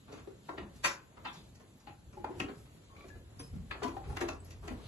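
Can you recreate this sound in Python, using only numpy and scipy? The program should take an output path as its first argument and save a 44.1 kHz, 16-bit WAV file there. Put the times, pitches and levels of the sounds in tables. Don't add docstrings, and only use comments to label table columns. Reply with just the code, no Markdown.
import sys
import numpy as np
from scipy import signal
from scipy.fft import rfft, irfft
from scipy.io import wavfile
from scipy.ndimage import uniform_filter1d

SR = 44100
rng = np.random.default_rng(int(sys.argv[2]) if len(sys.argv) > 2 else 0)


def boost(x):
    u = np.asarray(x, float) / 20
    return 10 ** u


def store_wav(level_fs):
    pcm = np.round(np.clip(np.atleast_2d(level_fs), -1, 1) * 32767)
    wavfile.write(sys.argv[1], SR, pcm.T.astype(np.int16))


N = 215119

# pitch in Hz, level in dB, t60 in seconds.
BEAM_MODES = [(264, -1.5, 0.065), (339, -0.5, 0.1), (404.3, 0, 0.072), (458, -8, 0.034), (593, -12, 0.012)]
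# pitch in Hz, level in dB, t60 in seconds.
PLANK_MODES = [(700, -4, .025), (803, 0, .035), (910, -2, .025), (1027, 0, .035), (1150, -2, .025),
               (1270, -2, .025), (1363, 0, .03), (1490, -2, .025)]
# pitch in Hz, level in dB, t60 in seconds.
IRON_MODES = [(1590, -1, .02), (1700, -1, .02), (1895, 0, .022), (2100, -2, .018), (2340, -2, .018),
              (2520, 0, .022), (2750, -2, .02), (2950, -5, .015), (3250, -7, .015), (3550, -7, .015),
              (3870, -8, .015), (4200, -9, .015), (4550, -8, .015)]
# frequency in Hz, level in dB per Hz.
SNAP_SPECTRUM = [(3000, -6.5), (4800, 9), (5500, 10), (7000, 9.5), (8000, -1), (10000, -5), (11700, 2.5),
                 (12300, -36)]

# start in seconds, beam level in dB, fitting level in dB, rattle t60 in seconds.
WOODEN_KNOCKS = [(.079, -57, -57.5, 0.49), (0.4883, -43, -43, 0.027), (0.5299, -51, -78, 0.21),
                 (0.6209, -54, -54.5, 0.14), (1.171, -72, -52.5, 0.034), (2.1699, -52.5, -86, 0.02),
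                 (2.2439, -44.5, -44, 0.011), (2.2886, -47, -73, 0.03), (2.4382, -48, -57, 0.14),
                 (3.7483, -51, -50, 0.046), (3.82, -46, -43.5, 0.032), (3.966, -49, -52, 0.041),
                 (4.099, -53, -53.5, 0.11), (4.2343, -41, -66, 0.034), (4.6278, -58, -55, 0.51),
                 (4.7093, -46.5, -55, 0.046)]
# start in seconds, beam level in dB, fitting level in dB, rattle t60 in seconds.
STRAP_KNOCKS = [(0.5771, -44.5, -47.5, 0.076), (1.251, -55, -42, .14), (1.8696, -56.5, -56.5, 0.16),
                (2.4827, -47.5, -53.5, 0.12), (2.655, -84, -70, .1), (2.765, -79, -75, 0.04),
                (3.0393, -52.5, -67.5, 0.15), (3.3956, -48.5, -55.5, 0.06), (3.149, -57.5, -67.5, 0.12),
                (3.71, -54.5, -43, 0.079), (4.039, -80, -58, 0.11)]
# start in seconds, beam level in dB, fitting level in dB, rattle t60 in seconds.
IRON_CLANKS = [(0.1217, -50.5, -53, 0.18), (0.173, -62, -58.5, 0.18), (0.8389, -75, -34, 0.11),
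               (2.3994, -41.5, -38, 0.02), (1.5989, -61.5, -63, 0.16), (2.1275, -61, -61.5, 0.11),
               (3.8322, -44, -38.5, 0.062), (3.878, -46, -50, 0.06), (4.1686, -46, -38.5, 0.011),
               (4.2082, -39.5, -37, 0.074), (4.2854, -43, -39, 0.016), (4.6778, -46, -45.5, 0.042)]
# start in seconds, beam level in dB, fitting level in dB, rattle t60 in seconds.
HOOK_TICKS = [
    (0.7612, -73, -58, 0.1),
    (0.8616, -45, -28, 0.072),
    (0.91, -66, -42.5, 0.17),
    (1.3305, -78, -52, 0.23),
    (1.552, -70, -55.5, 0.06),
    (1.799, -81, -60.5, 0.12),
    (4.3291, -51.5, -53.5, 0.036),
    (4.4452, -79, -59, 0.51),
]
# start in seconds, beam level in dB, fitting level in dB,
# rattle t60 in seconds.
LEVER_SLAMS = [
    (.843, -46.5, -30, .07),
    (.853, -58, -28, .05),
    (3.0835, -59, -57, .04),
    (4.5054, -60.5, -53, 0.11),
]
# snap level in dB, plank level in dB, iron level in dB.
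BLOW_SHARES = [
    (-25, -0.5, -9.5),
    (-18, 0.5, 1),
    (-0.5, -2, -3),
    (0, -20, -12),
    (2.5, -13, -5),
]

# start in seconds, pitch in Hz, level in dB, t60 in seconds.
TAPPED_RINGS = [(.272, 392.7, -40, 0.1), (.49, 1875, -47, 0.04), (.49, 980, -45, .08),
                (.582, 1910, -43, 0.052), (.846, 1364, -34, 0.075), (.846, 1031, -34.5, 0.09),
                (.846, 2476, -28, 0.071), (1.872, 813, -48.5, 0.13), (2.243, 875, -29, 0.03),
                (2.4, 2577, -30.5, 0.034), (2.964, 2283, -58, 0.073), (.846, 1942, -32.5, 0.081),
                (4.212, 933, -38, 0.1), (4.29, 797, -41, 0.095), (3.709, 1675, -35.5, 0.033),
                (3.71, 2460, -41, 0.04), (3.721, 4350, -58, .15), (4.68, 1997, -53, 0.12)]
# start in seconds, pitch in Hz, level in dB, t60 in seconds.
BEARING_CREAKS = [
    (.292, 371.4, -40.5, 0.15),
    (0.931, 1535, -64, .5),
    (.95, 1018, -64, .4),
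    (.95, 2500, -67, .4),
    (2.165, 832, -42, 0.12),
    (2.19, 356, -42, 0.17),
    (2.3, 350, -32.5, 0.089),
    (2.35, 355.5, -29.5, 0.055),
    (2.56, 1273, -68, 0.26),
    (3.835, 993, -32, 0.13),
]
# start in seconds, pitch in Hz, level in dB, t60 in seconds.
FRAME_GROANS = [
    (.598, 201.6, -51.5, 0.6),
    (2.422, 127, -33, 0.067),
    (3.526, 218.7, -44.5, 0.36),
    (3.556, 185.6, -40, 0.17),
    (3.599, 158.6, -43.5, 0.16),
    (3.639, 202.5, -51.5, 0.49),
    (4.698, 257.4, -37, 0.25),
]
# start in seconds, pitch in Hz, level in dB, t60 in seconds.
HOOK_PINGS = [(3.1, 1700, -58, 0.18), (3.39, 5070, -51, 0.12), (3.392, 5140, -55, 0.33),
              (4.213, 11000, -60, 0.23), (4.445, 11400, -60, .2), (3.394, 6000, -58, 0.13),
              (4.4, 7960, -62, 0.08), (3.392, 9600, -57, 0.27), (3.398, 10250, -55, .18),
              (3.4, 3300, -62, 0.16)]
# start in seconds, pitch in Hz, level in dB, t60 in seconds.
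TIMBER_THUDS = [(2.168, 370, -39, 0.08), (2.245, 450, -35, 0.062), (2.283, 355, -34, 0.058),
                (2.399, 370, -27, .04), (2.414, 270, -26, .05), (2.437, 300, -27, .06),
                (2.48, 385, -46, .1), (3.822, 406, -31, .17), (3.843, 264, -30.5, 0.18),
                (3.885, 340, -36, .08), (4.07, 400, -46.5, 0.27), (4.21, 340, -29, .15),
                (4.235, 422, -34, 0.092), (4.29, 379, -43, .1), (4.32, 482, -41.5, 0.078),
                (4.2, 560, -39.5, .12), (4.24, 620, -44, .1), (4.285, 600, -43, 0.12),
                (4.22, 220, -39, .12), (2.26, 660, -44, 0.13), (2.304, 335, -33, .07),
                (2.405, 193, -34, .08), (2.415, 680, -48.5, 0.14), (2.49, 230, -40, .12),
                (2.2, 200, -49.5, 0.21), (3.845, 680, -41, 0.11), (3.95, 350, -46, 0.13),
                (3.405, 460, -51, 0.18), (.86, 560, -43, 0.11)]
# start in seconds, pitch in Hz, level in dB, t60 in seconds.
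SHORT_REBOUNDS = [(.843, 1583, -36, 0.074), (.858, 1974, -32, 0.037), (.862, 3850, -38, 0.092),
                  (.846, 5220, -36, .09), (.872, 548, -39.5, .1), (.897, 1007, -37, 0.054),
                  (.907, 1493, -35, .06), (1.172, 990, -56, 0.085), (1.249, 900, -41, 0.13),
                  (1.262, 1386, -46, 0.069), (1.262, 760, -44.5, 0.093), (1.268, 3493, -47.5, 0.12),
                  (1.36, 3510, -56, .1), (2.285, 995, -49, .08), (2.4, 866, -41, 0.042),
                  (2.404, 1850, -40, 0.069), (2.44, 845, -48, 0.07), (2.48, 1300, -50, 0.097),
                  (3.818, 813, -38, 0.071), (3.935, 820, -46, .07), (3.963, 785, -37.5, 0.12),
                  (4.015, 826, -51, .08), (4.093, 820, -40, .07), (4.122, 827, -42, 0.065),
                  (4.168, 1860, -47, .04), (4.192, 846, -43, .06), (4.208, 1087, -40, .06),
                  (4.208, 1540, -46, 0.045), (4.208, 1860, -39, 0.062), (4.68, 2495, -53, .1)]
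# rise in seconds, width as a share of the pitch,
# roughness from 0 to 1.
TONE_BLURS = [
    (0.002, .11, .75),
    (0.012, 0.045, .75),
    (0.0073, .17, .6),
    (0.003, .02, .6),
    (.008, .1, .3),
    (.005, .1, .6),
]
# start in seconds, length in seconds, start pitch in Hz,
# end pitch in Hz, level in dB.
BEARING_WHINES = [
    (2.889, 0.172, 1070, 1174, -66),
    (2.954, .11, 2280, 2360, -68),
]

# fastest moment in seconds, level in dB.
ROPE_PULLS = [(.2, -63), (.69, -58), (1.21, -56), (1.37, -61), (2.35, -51), (2.54, -75), (3.0, -55.5),
              (3.33, -60.5), (3.8, -53.5), (4.11, -49.5), (4.48, -56.5), (4.8, -52)]
# fastest moment in seconds, level in dB.
SLEEVE_BRUSHES = [(.15, -57), (.5, -57), (.88, -54.5), (1.37, -51.5), (1.9, -66), (2.4, -64), (2.85, -62),
                  (3.0, -57.5), (3.88, -54.5), (4.2, -58), (4.88, -49)]

# frequency in Hz, t60 in seconds.
WALL_DECAY = [(200, 0.3), (1000, 0.31), (3000, 0.22), (8000, 0.16)]

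# frequency in Hz, level in dB per Hz.
GUST_SPECTRUM = [(22, -72), (33, -11), (45, 2), (90, 2), (115, -3), (160, -10.5), (300, -56)]
# time in seconds, level in dB.
BREEZE_LEVEL = [(0, -78), (.15, -50), (.4, -70), (.75, -49.5), (1.1, -76), (1.502, -53.5), (1.8, -71),
                (2.1, -54), (3.0, -59), (3.4, -48.5), (4.4, -43), (4.88, -45.5)]
# peak in seconds, level in dB.
WIND_BUFFETS = [(.26, -59), (.61, -40.5), (1.25, -48.5), (1.44, -61), (2.08, -46.5), (2.27, -46.5),
                (2.43, -35.5), (2.63, -46), (2.89, -51), (3.07, -49), (3.16, -41), (3.56, -31.5),
                (3.61, -34), (3.73, -42.5), (3.86, -50), (3.95, -53), (4.1, -28.5), (4.17, -43),
                (4.62, -44), (4.73, -38), (4.79, -40)]
# peak in seconds, level in dB.
FRAME_JOLTS = [(.1, -56), (.26, -69), (.48, -50), (.76, -47), (1.25, -51), (1.4, -50), (2.17, -56),
               (2.39, -43.5), (2.58, -47), (2.75, -51), (3.07, -52.5), (3.42, -44.5), (3.69, -52),
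               (3.86, -43), (4.1, -42), (4.2, -44), (4.66, -43.5), (4.88, -42)]
# frequency in Hz, level in dB per Hz.
AIR_SPECTRUM = [(25, -46), (45, -8), (97, 0.5), (300, -11), (1140, -27.5), (2500, -31.5), (4200, -33.5),
                (5500, -39.5), (7000, -27.5), (9000, -39.5), (12000, -32.5)]

# frequency in Hz, share of the side that is the mid
COMMON_SIDE = [(60, .6), (300, .4), (2000, .2), (4500, .35), (6000, .7), (7000, 1.1)]
# frequency in Hz, side minus mid in dB.
SIDE_LEVEL = [(40, -11.5), (130, -18), (250, -8), (500, -5.5), (1000, -1.5), (2000, 0), (4000, 0.5),
              (6000, -1), (9000, 3), (10300, 4), (11000, -19)]
# frequency in Hz, left minus right in dB.
PORT_LEAN = [(60, 0.5), (170, -0.5), (500, 1.5), (1460, 2.5), (4230, 0), (12300, -1)]
# mid 0 or side 1, low edge in Hz, high edge in
# Hz.
EMPTY_BANDS = [(0, 8400, 9900), (0, 11850, 14000), (1, 6700, 7650), (1, 10450, 14000)]
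# frequency in Hz, share of the time.
BAND_DROPOUTS = [(1500, 0), (2500, .06), (4500, .13), (5500, .33), (6300, .12), (8000, .05), (12000, .06)]


def evened(x):
    return x / np.sqrt(np.mean(x ** 2) + 1e-20)


def read(points, hz):
    f, value = np.transpose(points)
    return np.interp(np.log(hz + 1), np.log(f + 1), value)


def add(mix, s, sound):
    part = mix[round(s * SR):][:len(sound)]
    part += sound[:len(part)]


def coloured(x, points):
    return irfft(rfft(x) * boost(read(points, np.fft.rfftfreq(len(x), 1 / SR))), len(x))


def lumpy(per_s, depth_db):
    size = max(int(SR / per_s), 1)
    slow = uniform_filter1d(rng.standard_normal(N), size)
    return boost(depth_db * evened(uniform_filter1d(slow, size)))


def swells(events, rise_db_s, fall_db_s, rest_db):
    t = np.arange(0, N + 64, 64) / SR
    power = np.full(len(t), boost(2 * rest_db))
    for s, db in events:
        below_db = np.where(t < s, rise_db_s * (s - t), fall_db_s * (t - s))
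        power += boost(2 * (db - below_db))
    return np.interp(np.arange(N) / SR, t, np.sqrt(power))


def ring(modes, drive, detune, crash_db, top):
    t = np.arange(4000) / SR
    body = np.zeros(len(t))
    shifts = rng.standard_normal((len(modes), 2))
    for k, ((hz, db, t60), (pitch_shift, level_shift)) in enumerate(zip(modes, shifts)):
        sign = (-1) ** k
        decay = boost(db + 1.6 * level_shift - 60 * t / abs(t60))
        body += sign * decay * np.sin(2 * np.pi * hz * (1 + detune * pitch_shift) * t)
    edges = [modes[0][0] * .85, modes[-1][0] * top]
    band = signal.butter(3, edges, "band", fs=SR, output="sos")
    loose = drive * rng.choice([-1., 1.], len(drive))
    tones = signal.fftconvolve(drive, body)[:len(drive)]
    crash = signal.sosfilt(band, loose)
    tones = tones / np.sqrt(np.mean(tones[:1200] ** 2) + 1e-20)
    crash = crash / np.sqrt(np.mean(crash[:1200] ** 2) + 1e-20)
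    return tones + boost(crash_db) * crash


def knocks():
    out, t = np.zeros(N), np.arange(16000) / SR
    kinds = [WOODEN_KNOCKS, STRAP_KNOCKS, IRON_CLANKS, HOOK_TICKS, LEVER_SLAMS]
    for rows, shares in zip(kinds, BLOW_SHARES):
        for s, beam_db, fitting_db, t60 in rows:
            snap_db, plank_db, iron_db = fitting_db + np.array(shares)
            creep_db = 2600 * np.maximum(.014 - t, 0)
            decay_db = 60 * np.maximum(t - .017, 0) / max(t60, .01)
            shape = boost(-creep_db - decay_db)
            hard = rng.random(len(t)) < 2500 / SR
            blows = rng.standard_normal(len(t)) * (.7 + hard * 1.2)
            drive = blows * shape
            beam = ring(BEAM_MODES, drive, 0.029, crash_db=-2.0, top=1.144)
            plank = ring(PLANK_MODES, drive, 0.045, crash_db=0.5, top=0.96)
            iron = ring(IRON_MODES, drive, 0.04, crash_db=-4.0, top=0.86)
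            snap = evened(coloured(blows, SNAP_SPECTRUM)) * shape * 1.33
            wood = boost(beam_db - 7.0) * beam + boost(plank_db - 10.5) * plank
            metal = boost(iron_db - 9.5) * iron + boost(snap_db - 11.5) * snap
            add(out, s - .012, wood + metal)
    return out


def squeaks():
    out, t = np.zeros(N), np.arange(16000) / SR
    kinds = [TAPPED_RINGS, BEARING_CREAKS, FRAME_GROANS, HOOK_PINGS, TIMBER_THUDS, SHORT_REBOUNDS]
    for rows, (rise, share, rough) in zip(kinds, TONE_BLURS):
        for s, hz, db, t60 in rows:
            size = max(int(SR / (share * hz) / 2), 1)
            chance = uniform_filter1d(rng.standard_normal((2, len(t))), size)
            blur = .85 + rough * (evened(chance[0]) + 1j * evened(chance[1]))
            tone = (blur * np.exp(2j * np.pi * hz * t)).real
            shape = boost(db - 60 * t / t60) * np.minimum(t / rise, 1) ** 2
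            add(out, s, shape * tone)
    return out


def whines():
    out = np.zeros(N)
    for s, length, start_hz, end_hz, db in BEARING_WHINES:
        waver = evened(uniform_filter1d(rng.standard_normal((2, 12000)), size=220))
        u = np.clip(np.arange(12000) / SR / length, 0, 1)
        hz = (start_hz + (end_hz - start_hz) * u) * (1 + 0.013 * waver[0])
        swell = boost(db + 5.2 * waver[1]) * np.sqrt(np.sin(np.pi * u).clip(0))
        add(out, s, swell * np.sin(2 * np.pi * np.cumsum(hz) / SR))
    return out


def rustle():
    grains = rng.standard_normal((2, N)) * lumpy(120, 1.0)
    rope = coloured(grains[0], [(250, 4.5), (500, 1.5), (1200, -9.5), (3000, -20.0), (5000, -31)])
    cloth = coloured(grains[1], [(2000, 8.5), (4000, 17.5), (7500, -0.5), (10000, -7.0), (12500, 6)])
    pulls = swells(ROPE_PULLS, rise_db_s=100, fall_db_s=59, rest_db=-69)
    sleeves = swells(SLEEVE_BRUSHES, rise_db_s=114, fall_db_s=127, rest_db=-69.5)
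    return boost(-3.0) * pulls * evened(rope) + boost(-10.0) * sleeves * evened(cloth)


def echo(x):
    out = np.zeros(N)
    turn = np.arange(N) / SR * 2.3
    for k in range(3):
        taps = np.zeros(SR // 2)
        at = np.arange(260, len(taps) - 20, 20)
        taps[at + rng.integers(0, 20, len(at))] = rng.choice([-1., 1.], len(at))
        hz, t, z = signal.stft(taps, SR, nperseg=256)
        decay = boost(-60 * t / read(WALL_DECAY, hz)[:, None])
        tail = signal.istft(z * decay, SR, nperseg=256)[1]
        share = np.cos(np.pi * (turn + k / 3)) * np.sqrt(2 / 3)
        out += signal.oaconvolve(x * share, tail / np.linalg.norm(tail))[:N]
    return out


def wind():
    gust = evened(coloured(rng.standard_normal(N) * lumpy(32, 0.54), GUST_SPECTRUM))
    thud = coloured(rng.standard_normal(N) * lumpy(46, 1), [(70, -61), (115, 6.0), (240, -0.5), (350, -26.0)])
    breeze = boost(np.interp(np.arange(N) / SR, *np.transpose(BREEZE_LEVEL)))
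    buffets = swells(WIND_BUFFETS, rise_db_s=278, fall_db_s=289, rest_db=-85)
    jolts = swells(FRAME_JOLTS, rise_db_s=204, fall_db_s=74, rest_db=-60)
    return boost(-6.5) * np.hypot(breeze, buffets) * gust + boost(-11.0) * jolts * evened(thud)


def air():
    hz, t, z = signal.stft(coloured(rng.standard_normal(N), AIR_SPECTRUM), SR, nperseg=512)
    patches = uniform_filter1d(rng.standard_normal(z.shape), size=4, axis=0)
    patches = uniform_filter1d(patches, size=12, axis=1)
    hush = signal.istft(z * boost(2.5 * evened(patches)), SR, nperseg=512)[1][:N]
    return boost(-60.0) * evened(hush) * lumpy(0.81, 1.0)


def belfry():
    blows = knocks()
    tones = squeaks() + whines()
    walls = boost(-4.0) * echo(blows + 0.72 * tones)
    return blows + tones + walls + rustle() + wind() + air()


def scene():
    hz = np.fft.rfftfreq(N, 1 / SR)
    mid, other = rfft(belfry()), rfft(belfry())
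    same = np.clip(read(COMMON_SIDE, hz), 0, 1)
    side = boost(read(SIDE_LEVEL, hz)) * (np.sqrt(1 - same ** 2) * other - 1j * same * mid)
    lean = boost(read(PORT_LEAN, hz) / 2)
    return irfft(np.array([(mid + side) * lean, (mid - side) / lean]), N)


def thinned(x):
    mid_side = np.array([x[0] + x[1], x[0] - x[1]]) / 2
    hz, t, z = signal.stft(mid_side, SR, nperseg=1024)
    luck = rng.random((2, len(hz) // 4 + 1, len(t) // 4 + 1)).repeat(4, axis=1).repeat(4, axis=2)
    keep = luck[:, :len(hz), :len(t)] > read(BAND_DROPOUTS, hz)[:, None]
    for k, (channel, low, high) in enumerate(EMPTY_BANDS):
        wander = 130 * rng.standard_normal((2, len(t) // 3 + 1)).repeat(3, axis=1)[:, :len(t)]
        band = (hz[:, None] > low + wander[0]) & (hz[:, None] < high + wander[1])
        inside = abs(z[channel][(hz > low) & (hz < high)])
        loud_db = 20 * np.log10(np.median(inside, axis=0) + 1e-10)
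        usual_db = np.median(loud_db)
        attack = (loud_db - np.roll(loud_db, shift=2) > 9) & (loud_db > usual_db + 11)
        passes = ~band | attack
        if k == 0:
            passes |= abs(z[channel]) ** 2 > 40 * boost(2 * np.maximum(loud_db - 4, usual_db))
        keep[channel] &= passes
    mid, side = signal.istft(z * keep, SR, nperseg=1024)[1][:, :N]
    return np.array([mid + side, mid - side])


def roll_off(x):
    return signal.sosfilt(signal.butter(12, 12860, fs=SR, output="sos"), x)


def record(dry):
    edge = signal.firwin(511, 12900, window=("kaiser", 9), fs=SR)
    low_cut = signal.butter(4, 34, "high", fs=SR, output="sos")
    heard = signal.sosfilt(low_cut, signal.oaconvolve(dry, edge[None], "same"))
    mix = thinned(heard)
    return roll_off(mix)


dry = scene()
out = record(dry)
store_wav(out)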